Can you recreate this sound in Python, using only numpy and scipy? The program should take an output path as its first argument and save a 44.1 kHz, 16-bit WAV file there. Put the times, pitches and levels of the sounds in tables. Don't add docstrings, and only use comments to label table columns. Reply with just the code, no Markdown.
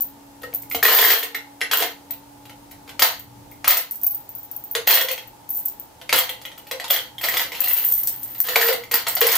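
import sys
import numpy as np
from scipy import signal
from scipy.fft import rfft, irfft
from scipy.io import wavfile
from scipy.ndimage import uniform_filter1d

SR = 44100
rng = np.random.default_rng(int(sys.argv[2]) if len(sys.argv) > 2 else 0)


def ratio(d):
    e = np.asarray(d, float) / 20
    return 10 ** e


def output_pcm(signal):
    pcm = np.clip(np.atleast_2d(signal).T, -1, 1) * 32767
    wavfile.write(sys.argv[1], SR, np.round(pcm).astype(np.int16))


N = 413216

# (time [s], peak [dB], click against ring [dB], left-right difference [dB])
PICKS = [(0.0074, -9, -33.5, 8), (0.0201, -7, -38, 4.0), (0.538, -22, -22, 1), (0.5473, -9.5, -31.5, 4),
         (0.621, -24.5, -21, -8), (0.699, -20, -23.5, -1.5), (0.7235, -15, -34, -10),
         (1.1932, -13, -22, -1.5), (1.772, -9, -20, 1.5), (1.859, -20, -26, 1.5), (2.1082, -17.5, -27, 12),
         (3.1944, -19, -27, 2), (3.91, -12.5, -26, 4), (3.9564, -25, -23.5, -20), (4.014, -24, -24, -9),
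         (4.0338, -4.5, -36.5, 2), (4.0667, -1.5, -36.5, 2), (4.1085, -15, -32, 7), (4.1465, -11.5, -36, 5),
         (4.2916, -22, -32, 1.5), (4.351, -21.5, -33, 7), (4.3844, -23, -33, -1.5),
         (4.4308, -23.5, -34, 0.0), (4.5133, -19.5, -29.5, 6), (4.563, -13, -37, 6),
         (4.6389, -18, -42, 3.0), (4.7122, -11, -44, 1.5), (5.2744, -37, -27.5, 16)]
# (time [s], peak [dB], click against ring [dB], left-
# right difference [dB])
LATER_PICKS = [(5.4909, -17, -29, 6), (5.504, -7.5, -43, 2), (5.569, -14, -42, 2.5), (5.598, -24, -29, 2.5),
               (5.6532, -17, -30, 1.5), (5.658, -5.5, -36, -1.5), (5.683, -15, -29, 1.5), (5.798, -20, -33, 5),
               (6.161, -11, -11, -1), (6.188, -3.5, -18, -1), (7.6045, -9, -28, 15.5), (7.6825, -8, -22.5, 5),
               (7.7324, -6, -37, 19), (7.773, -10.5, -26, 16), (7.849, -7, -30, 3), (7.8907, -11, -30, 1.0),
               (7.9223, -1, -29.5, 2), (7.938, -6, -27, 2.5), (8.0331, -9.5, -27, 3), (8.0729, -6.5, -17.5, 4),
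               (8.2312, -20, -23, 14), (8.2786, -28, -23, 0.0), (8.382, -20, -29, 3.5), (8.4029, -1.5, -24.5, 3),
               (8.47, -14, -23, -2), (9.0828, -17.5, -6.5, 0), (9.152, -7.5, -27, 6), (9.208, 1.5, -34, 0.0),
               (9.3294, -3.5, -26, -2), (9.3545, -1, -21, -0.5)]
# (time [s], tub peak [dB], shell ring [dB], hollow against peak [dB])
DROPS = [(0.417, -38, -41, -4), (0.433, -27, -42, -1.5), (0.713, -21.5, -38, -26), (0.747, -14, -21.5, -15),
         (0.828, -6, -9, -14), (0.851, -0.5, -10, -11.5), (0.883, -5, -27, -19), (0.931, -26, -25, -23),
         (0.987, 0.5, -15, -14.5), (1.104, -2, -7, -15.5), (1.229, -11.5, -15.5, -14),
         (1.346, -15.5, -28, -22.5), (1.614, -11, -60, -28), (1.713, -7, -24, -24), (1.733, -7, -11.5, -30),
         (1.801, -14, -18, -8.5), (1.823, -10, -27, -17.5), (2.454, -34.5, -46, -22),
         (2.495, -32, -45, -19), (2.711, -60, -36, -32), (2.877, -32, -49, -10), (2.892, -25.5, -44, -16),
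         (2.994, -8.5, -17, -31), (3.021, -1, -7, -24), (3.511, -44, -41, -26), (3.644, -12.5, -32, -55),
         (3.675, -7, -1.5, -51), (3.704, -3.5, -2, -45), (3.767, -9.5, -5, -25)] + [(4.751, -9, -26, -11), (4.874, -6.5, -9.5, -31), (4.907, -2, -10, -29),
                           (4.939, -5, -3.5, -36), (4.972, -2, -16, -31), (5.01, -6.5, -11, -13.5),
                           (5.085, -11.5, -19, -11.5), (5.111, -15, -17.5, -17), (5.178, -22.5, -38, -17),
                           (6.014, -28, -51, -17), (6.093, -13.5, -43, -49), (6.127, 0.5, -11, -18.5),
                           (6.292, -16.5, -22.5, -18), (6.415, -29.5, -43, -21), (6.452, -25, -33, -29),
                           (6.577, -31, -37, -28), (6.669, -32.5, -38, -30), (6.712, -13.5, -27, -13.5),
                           (6.799, -18, -37, -25), (6.842, -17.5, -43, -34), (6.878, -28, -32, -23),
                           (6.904, -9.5, -8.5, -26), (6.963, -14, -18, -18), (7.182, -27.5, -35, -39),
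                           (7.212, -22.5, -24, -38), (7.239, -10, -23, -25), (7.284, -22, -18, -30),
                           (7.34, -14.5, -30, -30), (7.37, -11, -17, -26), (7.519, -20, -34, -18)] + [(7.617, -25, -25, -36), (7.638, -19, -21, -42),
                                             (7.763, -20.5, -34, -32), (8.486, -11, -19, -15),
                                             (8.535, -37, -32, -13), (8.558, 2, -19, -15.5),
                                             (8.612, -2.5, -11, -16), (8.685, -7, -33, -3.5),
                                             (8.727, -13, -19, -35), (8.836, -31, -38, -51),
                                             (8.913, -12, -16, -20), (8.939, -8.5, -7, -22),
                                             (9.068, -9.5, -29, -25), (9.168, -13, -24, -38),
                                             (9.214, -1.5, -15, -5.5), (9.265, -12.5, -4.5, -8),
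                                             (9.289, -13, -24, -36), (9.315, -9.5, -7.5, -44)]
SHELL_HZ, SHELL_SCATTER_HZ, SHELL_BAND_HZ = 14220, 227, 380
LOOSE_FROM_S, LOOSE_SHARP_HZ = 3.5, 232
SHELL_RISE_S, CHATTER_DB, CHATTER_T60_S = 0.00035, -8, 0.04
LANDING_LAG_S, LANDING_RING_DB, LANDING_CLICK_DB = 0.0034, 5.5, -21

# (frequency [Hz], level [dB], t60 [s])
TUB_MODES = [(737, -9, 0.062), (1030, -28, 0.066), (1310, -2, 0.073), (1410, -71, 0.029), (1750, -33, 0.24),
             (1870, -1, 0.1), (2100, 3, 0.066), (2378, 3.5, 0.064), (3370, -4.5, 0.1), (4620, 10, 0.012),
             (6640, -4, 0.1)]
# (frequency [Hz], level per Hz [dB])
CRACK_SPECTRUM = [(150, -35.5), (250, -31), (544, 1), (856, 1), (1060, -4.5), (3230, 3), (8540, -11),
                  (12000, -6.5), (15600, -33), (22000, -120)]
# (time [s], hollow [Hz], lower wall mode [dB], upper wall mode [dB], hollow in the rattle [dB])
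GRIP = [(.4, 491, 8, -24, -6), (.8, 453, 0, -25, -11), (1.2, 453, 2, 4, -6), (1.7, 439.6, 2, 1, -15),
        (2.5, 517, -20, -24, -7), (3.9, 511, -20, -30, -27), (4.75, 459, -18, -6, -8),
        (5.0, 518.3, -11, -6, -10), (6.9, 506, -11, -9, -10), (7.3, 497, -16, -8, -7),
        (7.5, 493, -24, -21, -10), (8.5, 499, -2, -31, -8), (8.57, 455, 2, -31, -10),
        (8.66, 480, 2, -31, -19), (9.37, 455.6, -11, -15, -12)]
# (time [s], peak [dB])
TOUCHES = [(.529, -34), (.633, -45), (1.03, -4), (1.06, -16), (2.107, -28.5), (2.133, -33), (4.927, -10),
           (6.516, -27.5), (7.395, -9.5), (7.415, -21), (7.55, -17), (7.675, -20), (7.71, -21), (7.79, -25),
           (7.841, -22.5), (1.607, -20), (8.314, -42), (8.35, -28), (8.44, -25), (2.711, -28),
           (8.075, -26.5), (8.14, -32)]
MODE_SPREAD_DB, WALL_SCATTER, CRACK_RISE_S = 3.5, 0.024, 0.001
HOLLOW_SPLIT_HZ, HOLLOW_T60_S = 28, 0.13
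TUB_LOW_HZ = 363

# (time [s], peak [dB], frequency [Hz])
LOW_PINGS = [(0.5287, -38.5, 2270), (0.633, -44, 2180), (0.7128, -19.5, 2130), (0.7462, -20, 2190),
             (0.828, -5.5, 1830), (0.854, 1.5, 1860), (0.8809, -22, 1900), (0.9298, -20, 1870),
             (0.9862, -9, 2220), (1.0266, -3.5, 1820), (1.0482, -4, 1830), (1.1036, -6.5, 1960),
             (1.2273, -21, 1900), (1.3474, -18, 2065), (1.6142, -11, 2040), (1.7123, -25, 1710),
             (1.799, -23, 1790), (2.1046, -40, 1980), (2.4982, -42, 1970), (2.8906, -44, 1870),
             (2.9936, -35, 2150), (3.021, -34, 2070), (3.5189, -39.5, 2140), (3.6441, -20, 2200),
             (3.703, -28, 2150), (4.751, -21, 1920), (4.8736, -15, 1930), (4.9395, -15, 1760),
             (4.9731, -23, 2140), (5.0094, -15, 1890), (5.0858, -23, 1840), (5.1774, -32, 2100),
             (6.094, -17, 2280), (6.128, -16, 1910), (6.2923, -25, 1910), (6.4512, -32, 1890),
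             (6.5154, -41, 1890), (6.7118, -30, 1820), (6.7984, -25, 1940), (6.9027, -28, 1960),
             (6.9618, -19, 1940)] + [(7.2125, -31, 1930), (7.2384, -36, 1910), (7.2858, -13, 1910),
                                 (7.3412, -17, 2010), (7.3694, -20, 2070), (7.3951, -16, 1965),
                                 (7.4145, -29, 1930), (7.5193, -24, 1980), (7.5494, -27, 2330),
                                 (7.6176, -34, 1760), (7.674, -21.5, 1990), (7.7124, -25, 2000),
                                 (7.8416, -32, 1800), (8.4028, -34, 1970), (8.4402, -39, 1990),
                                 (8.4866, -23, 1940), (8.5579, -1, 2236), (8.6143, -5, 1770),
                                 (8.6294, -9, 1800), (8.6847, -20, 2020), (8.7271, -18, 2110),
                                 (8.8363, -28.5, 2090), (8.9391, -30, 1940), (9.0678, -30, 1980),
                                 (9.1674, -30, 2000), (9.2145, -28, 2130), (9.2658, -16, 2000),
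                                 (9.2884, -14, 2230), (9.3144, -26, 1980), (9.3447, -14, 1780)]
# (time [s], peak [dB], frequency [Hz])
HIGH_PINGS = [(0.8524, -14, 3360), (0.9877, -18, 3630), (1.2296, -16.5, 3530), (1.7135, -24, 3650),
              (1.822, -20, 3430), (2.1066, -38, 3880), (2.9954, -22, 3060), (3.0217, -9, 3740),
              (4.7506, -25, 3580), (4.874, -23, 3180), (4.908, -13, 3220), (5.01, -7, 3320),
              (5.0858, -15.5, 3350), (5.1104, -19, 2500), (6.0144, -36, 3160), (6.128, -17, 2640),
              (6.161, -17, 3170), (6.1873, -10, 3200), (6.293, -16, 3230), (6.4522, -23.5, 3280),
              (6.714, -25, 2540), (6.8438, -24, 3800), (6.8805, -26, 3340), (6.903, -13, 3370),
              (6.9626, -11.5, 3260), (6.989, -14, 3260), (7.182, -22, 3260), (7.2387, -17, 3320),
              (7.3692, -13, 3420), (7.3944, -27, 3330), (7.547, -27, 2600), (7.6181, -25, 2550),
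              (7.6417, -22, 2760), (7.675, -27, 2780), (7.7085, -24, 2730), (7.7633, -30, 2910),
              (7.7852, -24, 2860), (8.5574, -9, 2505), (9.066, -22, 3310), (9.215, -10, 3300)]
# (time [s], peak [dB], frequency [Hz])
ODD_PINGS = [(.747, -17, 700), (.535, -35, 660), (1.35, -18, 1820), (1.62, -16, 1900), (4.751, -13.5, 3400),
             (7.38, -18, 4830), (7.65, -23, 4200), (0.884, -6.5, 1270), (1.734, -12, 1550),
             (1.733, -27, 1310), (1.823, -18, 730), (3.675, -13.5, 1300), (3.021, -5, 4870),
             (4.874, -12.5, 764), (4.927, -5, 4350), (4.972, -15, 4380), (8.565, -8, 703),
             (8.563, -9.5, 1020), (8.939, -12, 4690), (9.265, -17, 5300), (9.289, -11, 4900)]
# (time [s], peak [dB], frequency [Hz], t60 [s])
RINGING = [
    (.434, -30.5, 1860, .16),
    (.434, -31, 1290, 0.099),
    (5.045, -27, 511, .15),
    (5.179, -26, 3260, 0.076),
]
PING_DB, PING_T60_S, PING_RISE_S = 1.5, 0.028, 0.001
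TWIN_SHARP, TWIN_DB = 1.047, 0

# (start time [s], hold [s], shells [dB], tub [dB])
POURS = [(0.825, 0.3, -10, -10), (1.721, 0.11, -28, -23.5), (3.015, 0.011, -7, -3),
         (3.674, 0.039, -14, -7.5), (4.869, 0.077, -8.5, -9), (5.503, 0.074, -28, -70),
         (6.132, 0.049, -17, -12), (6.898, 0.037, -18, -15.5), (7.226, 0.2, -27.5, -24.5),
         (7.526, 0.28, -39, -33), (7.632, 0.35, -20.5, -39.5), (8.027, 0.5, -34.5, -50),
         (8.442, 0.084, -35, -28), (8.554, 0.13, -16.5, -18.5), (8.928, 0.0075, -34, -10.5),
         (9.057, 0.067, -31, -31.5), (9.207, .2, -24, -16)]
POUR_ATTACK_S, POUR_RELEASE_DB_PER_S, RESTING_DB = 0.0083, 278, -67
HEAP_PER_S, HEAP_T60_S = 900, 0.022
SLIDE_HOLLOW_HZ = (452, 480, 512)
UPPER_WALL_HZ, WALL_T60_S, SLIDE_WALL_DB = 3280, 0.04, -3

# (time [s], peak [dB])
THUDS = [
    (0.748, -20),
    (3.02, -21),
    (6.128, -20),
    (8.939, -23.5),
]
# (frequency [Hz], level [dB], t60 [s])
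BENCH_MODES = [(86, -20, 0.26), (184, -11, 0.048), (274, -4, 0.063)]

# (frequency [Hz], t60 [s])
WALLS = [(300, 0.22), (1000, 0.27), (4000, 0.27), (9000, 0.21), (14500, 0.2)]
# (frequency [Hz], likeness [-1 to 1])
ECHO_LIKENESS = [(250, -0.063), (600, 0.69), (2000, 0.19), (5000, 0.06), (14000, -0.098)]
PINGS_WET_DB, SHELLS_WET_DB = -4, -3

# (frequency [Hz], level per Hz [dB])
AIR_SPECTRUM = [(15, -36), (25, -16.5), (117, -8.5), (153, -12.5), (285, -10), (405, -14), (503, -12.5),
                (734, -12.5), (840, -9), (1040, -17.5), (1330, -20), (2050, -24.5), (16000, -28)]
# (frequency [Hz], likeness [0 to 1])
AIR_LIKENESS = [(30, 0.9), (70, 1), (130, 0.81), (280, 0.43), (600, 0.28), (2000, 0.027), (8000, 0.033)]
# (centre [Hz], width [Hz], level [dB])
HUM = [(841, 4.6, -58), (903, 49, -61)]
# (time [s], level [dB])
WHINE = [(0, -50), (3.6, -52), (4.2, -61.5), (9.37, -60)]
# (time [s], level [dB])
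RUMBLE = [(0, 0.5), (.82, 3.5), (.9, -10), (1.8, -1.5), (2.8, 3), (3.4, 7), (4.0, -0.5), (6.5, -1),
          (7.2, 1), (9.37, 2.5)]
AIR_DB, RUMBLE_HZ = -46.5, 266
WHINE_HZ, WHINE_CLIMB_HZ_PER_S = 281, 2.1
MAINS_HZ, MAINS_DB = 119, -59
BEATS_PER_S, BEAT_TOP_S = 1.05, 3.36
CUTOFF_HZ = 15660


def rms_one(x):
    return x / np.sqrt(np.mean(x ** 2) + 1e-20)


def in_time(rows):
    s, *columns = np.transpose(rows)
    return [np.interp(np.arange(N) / SR, s, c) for c in columns]


def at_hz(points, hz):
    table_hz, values = np.transpose(points)
    return np.interp(np.log(np.maximum(hz, 1)), np.log(table_hz), values)


def coloured(x, spectrum):
    cepstrum = irfft(np.log(ratio(at_hz(spectrum, np.fft.rfftfreq(1024, 1 / SR)))))
    cepstrum[1:512] *= 2
    cepstrum[513:] = 0
    return signal.fftconvolve(x, irfft(np.exp(rfft(cepstrum))))[:N]


def ring(clicks, hz, t60):
    r, w = ratio(-60 / (t60 * SR)), 2 * np.pi * hz / SR
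    return signal.lfilter([0, np.sin(w)], [1, -2 * r * np.cos(w), r * r], clicks + 1e-18)


def decaying(hz, t60, size=4500):
    t = np.arange(size) / SR
    return np.sin(2 * np.pi * hz * t) * ratio(-60 * t / t60)


def rising(size, rise_s):
    return np.clip(np.arange(size) / SR / rise_s, 0, 1)


def high_pass(x, order, hz):
    return signal.sosfilt(signal.butter(order, hz, "high", fs=SR, output="sos"), x)


def band_pass(x, order, low_hz, high_hz):
    return signal.sosfilt(signal.butter(order, [low_hz, high_hz], "band", fs=SR, output="sos"), x)


def grains(per_s, spread_db):
    sizes = ratio(spread_db * np.minimum(rng.exponential(1, N), 4)) * rng.choice([-1, 1], N)
    return sizes * (rng.random(N) < per_s / SR)


def add(track, s, piece):
    i = round(s * SR)
    part = track[..., i:i + piece.shape[-1]]
    part += piece[..., :part.shape[-1]]


def clinks():
    landed = [(s + LANDING_LAG_S, db + LANDING_RING_DB, LANDING_CLICK_DB, 2.5) for s, _, db, _ in DROPS]
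    hits, size = PICKS + LATER_PICKS + landed, 3000
    out, t = np.zeros((2, N)), np.arange(size) / SR
    bounces = rng.random((len(hits), 2))
    detunings = SHELL_SCATTER_HZ * rng.standard_normal((len(hits), 3))
    clicks = high_pass(rng.standard_normal((len(hits), size)), 2, 7000)
    chatters = rms_one(band_pass(clicks, 2, SHELL_HZ - SHELL_BAND_HZ, SHELL_HZ + SHELL_BAND_HZ))
    chatters = chatters * ratio(CHATTER_DB - 60 * t / CHATTER_T60_S)
    clicks = clicks * ratio(-60 * t / 0.03)
    for (s, db, click_db, pan_db), (delay, loss), detune, click, chatter in zip(
            hits, bounces, detunings, clicks, chatters):
        centre = SHELL_HZ + LOOSE_SHARP_HZ * (LOOSE_FROM_S < s < LATER_PICKS[0][0])
        shells = ratio(-3.5) * decaying(centre + 0.35 * detune[0], 0.054, size)
        shells = shells + ratio(-9.5) * decaying(centre + detune[1], 0.031, size)
        shells = shells + ratio(-6) * decaying(centre + detune[2], 0.013, size)
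        shells = shells + ratio(min(click_db + 33, 2.5)) * chatter
        shells = shells * rising(size, SHELL_RISE_S)
        hit = ratio(db - 1.0) * shells + ratio(db + click_db + 15.5) * click
        hit = hit * ratio([[pan_db / 2], [-pan_db / 2]])
        add(out, s, hit)
        add(out, s + 0.0035 + 0.01 * delay, ratio(-4 - 6.5 * loss) * hit)
    return out


def knocks():
    blows, out = np.zeros(N), np.zeros(N)
    luck = rng.standard_normal((len(DROPS), 2, len(TUB_MODES) + 2))
    cracks = rng.standard_normal((len(DROPS), 900)) * ratio(-60 * np.arange(900) / SR / 0.027)
    cracks = cracks * rising(900, CRACK_RISE_S)
    grip_s, grip_hz, *_ = np.transpose(GRIP)
    for (s, db, _, hollow_db), (strengths, shifts), crack in zip(DROPS, luck, cracks):
        walls = 0
        for (hz, mode_db, t60), strength, shift in zip(TUB_MODES, strengths, shifts):
            mode = decaying(hz * (1 + WALL_SCATTER * shift), t60 / 3, size=1800)
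            walls = walls + ratio(mode_db + MODE_SPREAD_DB * strength) * mode
        add(out, s, ratio(db - 16) * walls)
        hollow_hz = np.interp(s, grip_s, grip_hz)
        upper = decaying(hollow_hz + HOLLOW_SPLIT_HZ, HOLLOW_T60_S)
        pair = decaying(hollow_hz, HOLLOW_T60_S) + ratio(-11.0 + strengths[-1]) * upper
        add(out, s + 0.002, ratio(db + hollow_db + 2.0) * pair * rising(4500, 0.0041))
        add(blows, s, ratio(db + 2.5) * crack)
    for (s, db), crack in zip(TOUCHES, cracks):
        add(blows, s, ratio(db) * crack)
    return out + coloured(blows, CRACK_SPECTRUM)


def pings():
    out, rise = np.zeros(N), rising(2500, PING_RISE_S)
    for s, db, hz in LOW_PINGS + HIGH_PINGS + ODD_PINGS:
        twin = decaying(hz * TWIN_SHARP, PING_T60_S / 2, size=2500)
        pair = decaying(hz, PING_T60_S, size=2500) + ratio(TWIN_DB) * twin
        add(out, s, ratio(db + PING_DB) * rise * pair)
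    for s, db, hz, t60 in RINGING:
        add(out, s, ratio(db) * rise * decaying(hz, t60, size=2500) * rise[::-1])
    return out


def rattle():
    shells_gain, tub_gain = sliding()
    touch, dealt = grains(HEAP_PER_S, spread_db=4.5), rng.integers(0, 10, N)
    pitches = SHELL_HZ + 260 * rng.standard_normal(10)
    rings = sum(ring(touch * (dealt == k), hz, HEAP_T60_S) for k, hz in enumerate(pitches))
    rings = band_pass(rings, 1, 13000, 15500)
    shells = rms_one(rings) + ratio(-16.0) * rms_one(high_pass(touch, 2, 8000))

    taps = grains(per_s=1600, spread_db=4)
    body = sum(ratio(db) * ring(taps, hz, 0.33 * t60) for hz, db, t60 in TUB_MODES)
    hollow_hz, lower_db, upper_db, hollow_db = in_time(GRIP)
    hollow = sum(ring(taps, hz, 0.11) * ratio(-np.abs(hollow_hz + 10 - hz) / 2.3) for hz in SLIDE_HOLLOW_HZ)
    lower = ring(taps, 1790, WALL_T60_S) + ring(taps, 1885, WALL_T60_S)
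    upper = ring(taps, UPPER_WALL_HZ, WALL_T60_S / 2)
    walls = ratio(lower_db) * rms_one(lower) + ratio(upper_db) * rms_one(upper)
    tub = ratio(SLIDE_WALL_DB) * walls + ratio(-2.5) * rms_one(body)
    tub = tub + ratio(hollow_db) * rms_one(hollow) + ratio(2.0) * rms_one(coloured(taps, CRACK_SPECTRUM))
    return shells_gain * shells + ratio(-11) * tub_gain * tub


def sliding():
    t, gains = np.arange(SR) / SR, np.full((2, N), ratio(RESTING_DB))
    for s, hold_s, shells_db, tub_db in POURS:
        decay = ratio(-POUR_RELEASE_DB_PER_S * np.maximum(t - hold_s, 0))
        add(gains, s, ratio([[shells_db], [tub_db]]) * rising(SR, POUR_ATTACK_S) * decay)
    return gains


def thuds():
    out = np.zeros(N)
    thud = sum(ratio(db) * decaying(hz, t60) for hz, db, t60 in BENCH_MODES) * rising(4500, 0.0064)
    for s, db in THUDS:
        add(out, s, ratio(db) * thud)
    return out


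def spread(mid, side, alike):
    return np.sqrt(1 + alike) * mid + np.sqrt(1 - alike) * side * [[1], [-1]]


def room(x, wet_db):
    t, edges = np.arange(SR * 2 // 5) / SR, 150 * 2 ** np.arange(0, 7.1, .5)
    white, echo = rng.standard_normal((2, 6, len(t))), 0
    for low, high in zip(edges, edges[1:]):
        mid, side = band_pass(white, 2, low, high)
        centre = np.sqrt(low * high)
        alike = np.clip(at_hz(ECHO_LIKENESS, centre), -1, 1)
        echo = echo + spread(mid[:, None], side[:, None], alike) * ratio(-60 * t / at_hz(WALLS, centre))
    echo = echo * np.clip((t - .002) / 0.0017, 0, 1)
    echo = rfft(echo / np.sqrt(np.sum(echo ** 2) / 12), 20480)
    out = np.zeros((2, N))
    for k, i in enumerate(range(0, N, 2048)):
        add(out, i / SR, irfft(rfft(x[i:i + 2048], 20480) * echo[k % 6]))
    return ratio(wet_db) * out


def air():
    hz, white = np.fft.rfftfreq(N, 1 / SR), rfft(rng.standard_normal((2, N)))
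    both = spread(white[0], white[1], np.clip(at_hz(AIR_LIKENESS, hz), 0, 1))
    out = ratio(AIR_DB - 2.0) * rms_one(irfft(both * ratio(at_hz(AIR_SPECTRUM, hz)), N))
    bass = irfft(rfft(out) / (1 + (hz / RUMBLE_HZ) ** 4), N)
    rumble_db = in_time(RUMBLE)[0]
    out = out + (ratio(rumble_db) - 1) * bass
    for centre_hz, width, db in HUM:
        resonance = 1 / (1 + (2 * (hz - centre_hz) / width) ** 2)
        out = out + ratio(db) * rms_one(irfft(both * resonance, N))
    t = np.arange(N) / SR
    tone = np.sqrt(2) * np.sin(2 * np.pi * (WHINE_HZ + WHINE_CLIMB_HZ_PER_S * t / 2) * t)
    beat = 1 + 0.69 * np.cos(2 * np.pi * BEATS_PER_S * (t - BEAT_TOP_S))
    mains = np.sin(2 * np.pi * MAINS_HZ * t) * beat
    return out + ratio(in_time(WHINE)[0]) * tone + ratio(MAINS_DB + rumble_db) * mains


def scene():
    shells, tub, struck = clinks(), knocks() + rattle(), pings()
    tub = high_pass(tub, 4, TUB_LOW_HZ)
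    direct = shells + (tub + struck) * ratio([[.6], [-.6]])
    to_walls = tub + ratio(PINGS_WET_DB) * struck + ratio(SHELLS_WET_DB) * shells.mean(0)
    return ratio(-2.5) * direct + room(to_walls, wet_db=2.0) + thuds() + air()


def low_pass(x):
    return signal.sosfilt(signal.butter(12, 16810, fs=SR, output="sos"), x)


def record(dry):
    level_db = 10 * np.log10(uniform_filter1d(np.mean(dry ** 2, 0), 441) + 1e-12)
    slope = 40 * np.arange(N) / SR
    held_db = np.maximum.accumulate(level_db + slope) - slope
    cut_db = -.6 * np.maximum(held_db + 15.5, 0)
    cut_db = signal.lfilter([.004], [1, -.996], cut_db)
    mix = 1.19 * np.tanh(dry * ratio(cut_db) / 1.25)
    mix = signal.sosfilt(signal.cheby2(14, 60, CUTOFF_HZ + 650, fs=SR, output="sos"), mix)
    return low_pass(mix)


dry = scene()
out = record(dry)
output_pcm(out)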